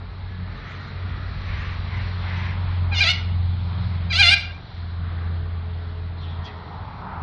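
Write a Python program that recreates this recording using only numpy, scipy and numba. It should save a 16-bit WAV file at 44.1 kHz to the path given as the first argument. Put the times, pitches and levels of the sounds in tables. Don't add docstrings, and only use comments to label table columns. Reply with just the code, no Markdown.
import sys
import numpy as np
from scipy import signal
from scipy.io import wavfile
from scipy.ndimage import uniform_filter1d
from numba import njit

SR = 44100
rng = np.random.default_rng(int(sys.argv[2]) if len(sys.argv) > 2 else 0)


def elevation(decibels):
    levels = np.asarray(decibels, float)
    return 10 ** (levels / 20)


def materialize(psi):
    bounded = np.clip(np.atleast_2d(psi).T, -1, 1)
    quanta = np.round(bounded * 32767).astype(np.int16)
    wavfile.write(sys.argv[1], SR, quanta)


N = 318534
TIME = np.arange(N) / SR

# time_s, firing_hz, level_db
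ENGINE_COURSE = [(0.0, 92.2, -42), (0.06, 91.3, -43), (0.38, 90.8, -32.5), (0.7, 91.1, -43.5),
                 (1.05, 90.8, -27.5), (1.16, 91.1, -33.5), (2.73, 89.4, -24), (2.85, 88.6, -20.5),
                 (3.14, 88.1, -28.5), (3.34, 88.5, -21), (3.72, 86.9, -25.5), (4.28, 86.7, -24.5),
                 (4.66, 85.3, -44.5), (4.91, 85.6, -29.5), (5.25, 85.4, -26), (6.21, 85.4, -30.5),
                 (6.98, 85.5, -44.5), (7.22, 84.6, -36.5)]
# time_s, level_db
BREEZE_COURSE = [(0.0, -2), (.7, 2), (1.1, 1.5), (1.7, 3.5), (2.1, 6), (2.5, 3), (3.5, 2), (4.05, 2),
                 (4.7, -2), (5.7, -2), (6.2, -3), (6.5, -2.5), (7.22, -5.5)]


def unit(x):
    return x / np.sqrt(np.mean(x ** 2))


def curves(table, smooth_s=0.0021):
    s, *columns = np.transpose(table)
    size = int(smooth_s * SR)
    return [uniform_filter1d(np.interp(TIME, s, c), size) for c in columns]


def swells(rows, db, floor_db, values=1, floor_value=1):
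    t = TIME[::64]
    bells = np.array([np.exp(-((t - row[0]) / row[1]) ** 2) for row in rows])
    power, floor = elevation(np.array(db)) ** 2, elevation(floor_db) ** 2
    total = power @ bells + floor
    mean_value = (power * values @ bells + floor * floor_value) / total
    return np.interp(TIME, t, 10 * np.log10(total)), np.interp(TIME, t, mean_value)


def walk(rate_hz, size=N):
    k = int(SR / rate_hz)
    held = np.repeat(rng.standard_normal(size // k + 1), k)
    return 1.3 * uniform_filter1d(uniform_filter1d(held, k), k)[:size]


@njit
def svf(x, hz, width_hz):
    y, b, l, g, k = np.empty(len(x)), 0., 0., 0., 0.
    for i in range(len(x)):
        if i == 0 or hz[i] != hz[i - 1]:
            g, k = np.tan(np.pi * hz[i] / SR), width_hz / hz[i]
        v = (b + g * (x[i] - l)) / (1 + g * (g + k))
        b, l, y[i] = 2 * v - b, l + 2 * g * v, k * v
    return y


def band(hz, width_hz, size=N):
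    hz = np.ones(size) * hz
    once = svf(rng.standard_normal(size), hz, 1. * width_hz)
    return unit(svf(once, hz, 1. * width_hz))


def dull(x, top_hz, db):
    low_pass = signal.butter(2, top_hz, fs=SR, output="sos")
    return elevation(db) * signal.sosfilt(low_pass, x / np.sqrt(np.sum(x ** 2)))


def screech(warble, blowing, rough_held):
    # centre_hz, width_hz, level_db
    resonances = [(690, 220, -23), (1380, 200, -21), (1600, 170, -13.5), (2050, 250, -14),
                  (2380, 320, -1.5), (2850, 200, -5), (3450, 450, -7), (4150, 350, -5), (4800, 450, -12),
                  (5700, 700, -27), (6500, 900, -35), (8600, 1500, -36), (12050, 300, -44)]
    rough_slide = .13
    on = slice(int(blowing[0][0] * SR), int(blowing[-1][0] * SR))
    effort_db, tilt_db = (c[on] for c in curves(blowing))
    note_hz = curves(warble, smooth_s=.011)[0][on]
    size = len(note_hz)
    rough = rough_held + rough_slide * abs(np.gradient(note_hz)) * SR / 1e4
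    hz = note_hz * (1 + .05 * rough * walk(350, size))
    phase = 2 * np.pi * np.cumsum(hz) / SR
    voice = 0
    for k in range(1, 18):
        throat = sum(elevation(db) / (1 + (2 * (k * hz - f) / w) ** 2) for f, w, db in resonances)
        starved_db = 1.1 * (effort_db + 20) * np.clip(k * hz / 3000 - 2, 0, 1)
        beak = elevation(tilt_db * np.log2(k * hz / 2400) + starved_db)
        flutter = elevation(2.2 * walk(60, size)) * (1 + (1.6 + k / 4) * rough * walk(700, size))
        voice = voice + throat * beak * flutter * np.sin(k * phase + rng.uniform(0, 2 * np.pi))
    out = np.zeros(N)
    out[on] = 2.3 * voice * elevation(effort_db)
    return out


def trees(x):
    # top_hz, t60_s, level_db
    foliage = [
        (7500, 0.38, -5.5),
        (2200, 0.45, -11.5),
    ]
    # delay_s, level_db
    returns = [(0.029, -16), (.06, -16), (.085, -20), (.115, -18.5), (.17, -24), (.225, -23.5)]
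    t = TIME[:SR]
    response = 0
    for top_hz, t60_s, db in foliage:
        tail = rng.standard_normal(SR) * elevation(-60 * t / t60_s) * np.minimum(t / 0.0019, 1)
        response = response + dull(tail, top_hz, db)
    for delay_s, db in returns:
        smear = rng.standard_normal(SR) * np.exp(-((t - delay_s) / 0.0015) ** 2)
        response = response + dull(smear, 1650, db)
    return x + signal.fftconvolve(x, response)[:N]


def cockatoo():
    # time_s, pitch_hz
    warbles = [
        [(2.94, 814), (2.953, 722), (2.975, 700), (2.996, 718), (3.009, 805), (3.025, 805), (3.046, 652),
         (3.065, 655), (3.1, 732)],
        [(4.119, 800), (4.129, 682), (4.148, 652), (4.201, 818), (4.212, 812), (4.231, 710), (4.265, 682),
         (4.297, 715), (4.321, 796)],
    ]
    # time_s, effort_db, tilt_db_per_octave
    blowings = [
        [(2.91, -58.5, -9), (2.925, -34.5, -10.5), (2.955, -36, 4), (2.995, -28, 2), (3.014, -22, -2.5),
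         (3.045, -26.5, -1), (3.07, -23.5, -1.5), (3.118, -24.5, 0), (3.135, -59, -11)],
        [(4.09, -61, -6), (4.107, -34, -0.5), (4.121, -32, -1), (4.135, -26.5, -1), (4.175, -25, 0),
         (4.205, -16, -2), (4.235, -21, -1), (4.342, -19.5, 0), (4.358, -57, 2)],
    ]
    rough_held = (.135, .1)
    return trees(sum(screech(*call) for call in zip(warbles, blowings, rough_held)))


def engine():
    # centre_s, half_length_s, level_db
    strains = [(.42, 0.085, -40.5), (2.252, 0.32, -37.5), (3.709, 0.41, -31.5), (5.002, 0.21, -39.5),
               (6.153, 0.077, -44), (7.196, 0.26, -40.5)]
    # firing_rate_multiple, level_db under the firing tone
    shaft_orders = [(0.499, -16.5), (.75, -22), (1.5, -24.5), (1.75, -23), (2.25, -29), (2.5, -31.5)]
    coasting_db, firm_db, fading_db_per_db = -48.5, -26, 0.33
    hz, firing_db = curves(ENGINE_COURSE, smooth_s=0.05)
    load_db = swells(strains, np.transpose(strains)[2], coasting_db)[0]
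    firing_db = firing_db + fading_db_per_db * np.maximum(firm_db - firing_db, 0) * walk(16)
    phase = 2 * np.pi * np.cumsum(hz * (1 + 0.0046 * walk(14))) / SR
    orders = [(1, firing_db + 0.84 * walk(28)),
              (2, load_db - 7.5 + 3.5 * walk(17)),
              (1.25, load_db - 4.0 + 3.8 * walk(14)),
              (1.4, load_db - 8.5 + 3.0 * walk(12))]
    orders += [(k, firing_db + db + 3 * walk(19)) for k, db in shaft_orders]
    return sum(np.sqrt(2) * elevation(db) * np.sin(k * phase + (k != 1) * 1.2 * walk(5.5))
               for k, db in orders)


def whines():
    # start_s, end_s, start_hz, end_hz, level_db
    gear_tones = [(.2, 0.504, 1675, 1734, -52), (0.449, 0.846, 1773, 1870, -51),
                  (.6, 1.492, 1870, 1930, -52.5), (4.998, 7.218, 433, 418, -52.5),
                  (5.7, 6.9, 318, 308, -58), (.45, 1.402, 1382, 1430, -51.5), (4.999, 7.228, 645, 633, -56),
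                  (5.45, 5.8, 1925, 1940, -58), (6.2, 6.9, 1855, 1866, -55.5)]
    out = np.zeros(N + SR)
    for start_s, end_s, start_hz, end_hz, db in gear_tones:
        x = np.linspace(0, 1, int((end_s - start_s) * SR))
        size = len(x)
        hz = (start_hz + (end_hz - start_hz) * x) * (1 + .007 * walk(40, 3 * SR)[:size])
        level = elevation(db + 3.5 * walk(24, 3 * SR)[:size])
        tone = level * np.sin(2 * np.pi * np.cumsum(hz) / SR)
        out[int(start_s * SR):][:size] += np.sin(np.pi * x) ** .5 * tone
    return out[:N]


def road():
    # closest_s, half_length_s, roar_db, roar_hz, tread_db
    vehicles = [(0.0, 0.054, -48, 1040, -57), (0.721, .22, -41.5, 1340, -51), (1.151, 0.24, -41, 1300, -50),
                (1.646, 0.2, -41, 1138, -39.5), (2.001, 0.16, -42.5, 1080, -39.5),
                (2.392, .22, -38.5, 980, -39), (2.856, .25, -40, 953, -44), (3.802, .08, -41.5, 954, -53),
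                (4.056, 0.17, -48, 1034, -47), (5.215, .2, -42.5, 1230, -56), (6.418, 0.16, -40, 897, -61),
                (6.757, .22, -39, 836, -69), (7.122, 0.19, -34.5, 897, -66)]
    _, _, roar_db, roar_hz, hiss_db = np.transpose(vehicles)
    tyre_db, tyre_hz = swells(vehicles, roar_db, -51.5, roar_hz, 940)
    tread_db = swells(vehicles, hiss_db, -64.5)[0]
    engine_db = curves(ENGINE_COURSE, smooth_s=0.27)[1]
    boom_db = -42.5 + 0.17 * (engine_db + 31) + .3 * (tyre_db + 45)
    boom_noise = unit(band(135, 43) + band(152.5, 68) + 0.42 * band(202.0, 35))
    boom = elevation(boom_db + 0.78 * walk(6.7)) * boom_noise
    roar_noise = unit(band(tyre_hz, 410) + 0.56 * band(1.4 * tyre_hz, 430))
    roar = elevation(tyre_db - 4.5 + 1.7 * walk(9)) * roar_noise
    tread = elevation(tread_db - 5.5 + 3.5 * walk(9)) * band(2000, 1200)
    return boom + roar + tread, boom_db


def chirps():
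    # centre_s, length_s, start_hz, end_hz, level_db
    far_calls = [(0.573, .09, 3900, 3500, -53), (1.935, 0.14, 2220, 2020, -42.5),
                 (6.19, 0.05, 4100, 4150, -49.5), (6.235, 0.097, 3930, 2910, -47.5),
                 (6.3, 0.13, 3900, 3250, -49), (6.49, 0.09, 1940, 1960, -45),
                 (6.465, 0.08, 3330, 3274, -45), (6.478, .06, 2700, 2550, -48),
                 (6.465, 0.07, 4800, 4000, -50), (6.455, .05, 6000, 5500, -60), (1.93, .1, 1050, 1030, -47)]
    out, t = np.zeros(N), TIME[:SR // 2] - .25
    for centre_s, length_s, start_hz, end_hz, db in far_calls:
        x = t / length_s
        swell = np.exp(-np.where(x < 0, 9 * x ** 2, 4 * x ** 2))
        hz = start_hz + (end_hz - start_hz) * np.clip(x + .5, 0, 1)
        width_hz = .08 * start_hz + .7 * abs(end_hz - start_hz)
        call = elevation(db) * swell * band(hz, width_hz, size=len(t))
        out[int((centre_s + t[0]) * SR):][:len(t)] += call
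    return out


def wind():
    # centre_s, half_length_s, level_db
    gusts = [(0.0, .07, -38), (.24, 0.11, -36), (.54, .06, -36), (1.202, .22, -34), (1.65, 0.22, -31),
             (2.0, 0.31, -39), (2.465, 0.07, -36), (2.9, 0.17, -39), (3.957, 0.054, -40), (5.55, .08, -35),
             (5.76, 0.09, -37), (6.387, 0.081, -45), (6.898, .1, -39)]
    gust_db = swells(gusts, np.transpose(gusts)[2], -44)[0]
    wind_db = gust_db + .3 * curves(BREEZE_COURSE, smooth_s=.06)[0]
    rumble = unit(band(50, 22) + 0.17 * band(19, 11) + 0.66 * band(70, 33))
    return elevation(wind_db + 0.74 * walk(4.4)) * rumble


def leaves(boom_db):
    # band_hz, level_db per Hz
    spectrum = [(250, 2.5), (330, -2.5), (420, 0), (540, -6.5), (650, -0.5), (1000, -2.5), (2000, -5.5),
                (2800, -13.5), (3900, -2.5), (4700, -33.5), (5500, -40.5), (6500, -46), (8000, -35.5)]
    leaf_db = curves(BREEZE_COURSE, smooth_s=.06)[0]
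    f, db = np.transpose(spectrum)
    rustle = 0
    for hz in 250 * 2 ** np.arange(0, 5.1, 1 / 4):
        band_db = np.interp(np.log(hz), np.log(f), db) + 10 * np.log10(hz)
        share = min(hz / 3000, 1)
        swell_db = share * (leaf_db - leaf_db.mean()) + 0.87 * (1 - share) * (boom_db - boom_db.mean())
        flicker_db = 1.0 * walk(1.6) + 1.4 * walk(10)
        rustle = rustle + elevation(band_db + swell_db + flicker_db) * band(hz, hz / 4)
    return elevation(-44) * unit(rustle)


def scene():
    road_sound, boom_db = road()
    mix = cockatoo() + engine() + whines() + road_sound + chirps() + wind() + leaves(boom_db)
    return mix[None]


def drop_faint(x):
    # band_hz, threshold_db under the frame level
    masking = [(4400, -60), (5000, -62), (5400, -61), (5700, -59), (6000, -56), (7000, -55), (9000, -56),
               (10000, -57), (13000, -57)]
    f, _, spec = signal.stft(x, SR, nperseg=2048, noverlap=1024)
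    bands = spec[:, :1024].reshape(64, 16, -1)
    level_db = 10 * np.log10(np.mean(abs(bands) ** 2, axis=1) + 1e-18)
    frame_db = 10 * np.log10(np.sum(abs(spec[0]) ** 2, axis=0) + 1e-18)
    frame_db = np.maximum(uniform_filter1d(frame_db, size=3), -35)
    hz, under_db = np.transpose(masking)
    limit_db = np.interp(f[8:1024:16], hz, under_db, left=-200)[:, None] + frame_db
    spec[0, :1024] = (bands * (level_db > limit_db)[:, None]).reshape(1024, -1)
    return signal.istft(spec, SR, nperseg=2048, noverlap=1024)[1][:, :N]


def top_cut(x):
    return signal.sosfilt(signal.butter(12, 13000, fs=SR, output="sos"), x)


def record(dry):
    mix = drop_faint(dry)
    return top_cut(mix)


dry = scene()
out = record(dry)
materialize(out)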